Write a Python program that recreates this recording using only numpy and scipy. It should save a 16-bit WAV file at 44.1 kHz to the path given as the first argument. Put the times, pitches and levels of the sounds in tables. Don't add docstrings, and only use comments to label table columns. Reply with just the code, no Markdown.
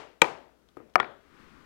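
import sys
import numpy as np
from scipy import signal
from scipy.fft import rfft, irfft, next_fast_len
from scipy.io import wavfile

SR = 44100
rng = np.random.default_rng(int(sys.argv[2]) if len(sys.argv) > 2 else 0)


def transcribe(u):
    v = np.clip(np.atleast_2d(u).T, -1, 1)
    q = np.round(v * 32767).astype(np.int16)
    wavfile.write(sys.argv[1], SR, q)


N = 72765
LEAD = SR // 2


def amp(db):
    return 10 ** (np.asarray(db) / 20)


def along(points, hz):
    freqs, values = np.transpose(points)
    return np.interp(np.log(hz + 1), np.log(freqs + 1), values)


def filtered(x, response):
    n = x.shape[-1]
    padded = next_fast_len(n + 8192)
    return irfft(rfft(x, padded) * response(np.fft.rfftfreq(padded, 1 / SR)), padded)[..., :n]


def dull(x, hz):
    return signal.sosfilt(signal.butter(1, hz, fs=SR, output="sos"), x)


def noise(spectrum, size):
    x = filtered(rng.standard_normal(size), lambda hz: amp(along(spectrum, hz)))
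    return x / x.std()


def room(x, colour, reverb_db, walls_db):
    # f/Hz, t60/s
    fade_times = [(100, .5), (450, .56), (800, .42), (2500, .46), (5000, .43), (9500, .36), (14000, .26)]
    # delay/s, level/dB
    walls = [(.0062, -21.5), (.0112, -23.5), (0.025, -17), (.0635, -30)]
    hz, t, bands = signal.stft(noise(colour, SR * 3 // 4), SR, nperseg=256)
    fade = amp(-60 * t / along(fade_times, hz)[:, None])
    tail = signal.istft(bands * fade, SR, nperseg=256)[1]
    build_up = 1 - np.exp(-(np.arange(len(tail)) / SR / .005) ** 2)
    out = amp(reverb_db) * tail * build_up
    out[:len(x)] += x
    echo = dull(dull(x, hz=2210), hz=2210)
    for delay, db in walls:
        out[round(delay * SR):][:len(x)] += amp(db + walls_db) * echo
    return out


def hits(events, tones, crack, reverb, crack_db, crack_t60, attack_s, reverb_db, walls_db):
    track = np.zeros(LEAD + N)
    t = np.arange(SR // 4) / SR
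    ring = sum((-1) ** k * amp(db - 60 * t / t60) * np.sin(2 * np.pi * hz * t)
               for k, (hz, db, t60) in enumerate(tones))
    attack = 1 - np.exp(-t / attack_s)
    for start_s, db, treble_db in events:
        burst = amp(crack_db - 60 * t / crack_t60) * noise(crack, len(t))
        hit = room((ring + burst) * attack, reverb, reverb_db, walls_db)
        body = dull(hit, hz=2500)
        treble = amp(treble_db) * (hit - body)
        slot = track[LEAD + round(start_s * SR):][:len(hit)]
        slot += amp(db) * (body + treble)[:len(slot)]
    return track[LEAD:]


def background():
    # f/Hz, level/dB
    air_colour = [(20, -6), (55, 0), (100, -5), (290, 1), (450, -1), (600, -7), (1000, -12), (1400, -9),
                  (1800, -16), (4500, -22), (9000, -31), (15000, -37)]
    rumble_colour = [(20, -6.5), (60, -7.5), (110, -9), (280, -3), (450, -11.5), (700, -17.5), (1200, -2)]
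    # t/s, level/dB
    rumble_levels = [(0, -73), (.7, -73.5), (1.1, -51.5), (1.4, -33), (1.65, -35)]
    air_db, hum_db, hum_hz, rumble_top_hz = -63.5, -68, 58, 1000
    t = np.arange(N) / SR
    hum = amp(hum_db) * np.sin(2 * np.pi * hum_hz * t)
    rumble = filtered(noise(rumble_colour, N), lambda hz: 1 / (1 + (hz / rumble_top_hz) ** 2))
    swell = amp(np.interp(t, *np.transpose(rumble_levels)))
    return amp(air_db) * noise(air_colour, N) + hum + swell * rumble


def ticks():
    # t/s, level/dB, treble/dB
    events = [(.2163, -23, 0.5), (.687, -50, -0.5), (.769, -53, -4.5), (.897, -51, -6), (.937, -50, -2),
              (.9992, -35.5, -1.5), (1.029, -59, -13)]
    # f/Hz, level/dB
    colour = [(200, -12), (1400, -6), (2200, -9), (3500, 0), (4800, -10), (6000, -12), (10000, -25),
              (15000, -40)]
    return hits(events, [], colour, colour,
                crack_db=-4, crack_t60=.025, attack_s=.0005, reverb_db=-27, walls_db=-1)


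def soft_touches():
    # t/s, level/dB, treble/dB
    events = [(.7695, -33, 6.5), (.8005, -38, -4), (.813, -47.5, -9)]
    # f/Hz, level/dB, t60/s
    tones = [(138, -14.5, 0.055), (275, -5.5, .08), (358.5, -4.5, .1), (480, 2, 0.035), (1006, -12, .025),
             (1237, -1.5, .025)]
    # f/Hz, level/dB
    colour = [(80, 1), (400, 14), (1400, -6), (2400, -9), (4000, -33), (12000, -37)]
    return hits(events, tones, colour, colour,
                crack_db=4.5, crack_t60=.013, attack_s=.00069, reverb_db=-15.5, walls_db=-5)


def head_knocks():
    # t/s, level/dB, treble/dB
    events = [(.9562, 2, -3), (.9915, -23, -29), (1.0292, -21, -19), (1.0445, -24.5, -8)]
    # f/Hz, level/dB, t60/s
    tones = [(183, -38.5, 0.17), (365.7, -33.5, 0.33), (463, -20, 0.029), (637, -17, 0.028),
             (729, -9, 0.049), (1020, -6, 0.01), (1137, -11.5, 0.036), (1273, 1.5, 0.014),
             (1643, -39, 0.03), (1775, -12, 0.029), (2311, -8, 0.012), (4805, -23.5, 0.015)]
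    # f/Hz, level/dB
    crack = [(60, -12), (400, -8.5), (1200, 9), (2400, 0.5), (3500, -15), (5000, -19), (8000, -43.5),
             (15000, -49.5)]
    reverb = [(50, -24), (250, -14), (450, -6), (700, 0), (900, -7), (1300, -5), (1800, -13), (2500, -27),
              (5000, -44), (12000, -62)]
    return hits(events, tones, crack, reverb,
                crack_db=-4.5, crack_t60=.015, attack_s=.00017, reverb_db=-32, walls_db=-5)


def handle_drop():
    # t/s, level/dB, treble/dB
    events = [(1.0001, -9, 0)]
    # f/Hz, level/dB, t60/s
    tones = [(141, -36, 0.09), (393, -19.5, 0.1), (498, -23.5, 0.059), (806, -10.5, 0.027),
             (1150, 2, 0.017), (1414, -9, 0.076), (1760, -4.5, .018), (1930, -6.5, 0.028),
             (2150, 2.5, 0.01), (3414, -14.5, 0.021)]
    # f/Hz, level/dB
    crack = [(60, -10), (600, -4), (1800, 0), (3400, -11), (4500, -22), (7500, -28), (10000, -38),
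             (15000, -55)]
    reverb = [(50, -17), (150, -7), (260, -2), (400, 2), (560, -5), (800, -2), (1450, -1), (2000, -9),
              (2700, -16), (3450, -12), (5000, -32), (9500, -48), (15000, -62)]
    return hits(events, tones, crack, reverb,
                crack_db=-2.5, crack_t60=.013, attack_s=.00039, reverb_db=-25.5, walls_db=-7.5)


def stamp_blows():
    # t/s, level/dB, treble/dB
    events = [(-.125, -3, 8), (.218, -1, 1)]
    # f/Hz, level/dB, t60/s
    tones = [(150.2, -22.5, 0.043), (328, -17, 0.073), (463, -8.5, .045), (548, -10, 0.054),
             (811, -13.5, .045), (920, -3.5, .04), (1218, -7.5, 0.038), (1500, -8, .028), (1876, -9, .025),
             (2361, 4.5, .016), (2583, -15, 0.041), (2686, -12, 0.022), (3276, -10, 0.015),
             (4033, -12.5, .02), (6060, -19, 0.017), (7400, -12, .009)]
    # f/Hz, level/dB
    crack = [(100, -10), (1000, 3), (2500, 9), (4500, -3.5), (7000, -1.5), (9000, -22.5), (12500, -17.5),
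             (16000, -24.5)]
    reverb = [(50, -24), (130, -14), (250, -11), (450, -4), (650, -2), (900, 0), (1300, -9), (2500, -16),
              (3400, -22), (5000, -28), (7000, -32), (9500, -39), (15000, -49)]
    return hits(events, tones, crack, reverb,
                crack_db=-1.5, crack_t60=.013, attack_s=.00037, reverb_db=-23, walls_db=2.5)


def scene():
    contacts = stamp_blows() + soft_touches() + head_knocks() + handle_drop() + ticks()
    bass_cut = signal.butter(2, 55, "high", fs=SR, output="sos")
    left = signal.sosfilt(bass_cut, contacts) + background()
    return np.array([left, np.zeros(N)])


def record(dry):
    # f/Hz, level/dB
    hiss_colour = [(30, -20), (100, -8), (250, 1), (1500, 0), (15000, 0)]
    hiss_db, clip_hardness, top_hz = -78, 17, 16000
    x = dry + np.array([np.zeros(N), amp(hiss_db) * noise(hiss_colour, N)])
    clipped = x / (1 + np.abs(x) ** clip_hardness) ** (1 / clip_hardness)
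    return filtered(clipped, lambda hz: np.clip((top_hz - hz) / 400 + .5, 0, 1))


dry = scene()
out = record(dry)
transcribe(out)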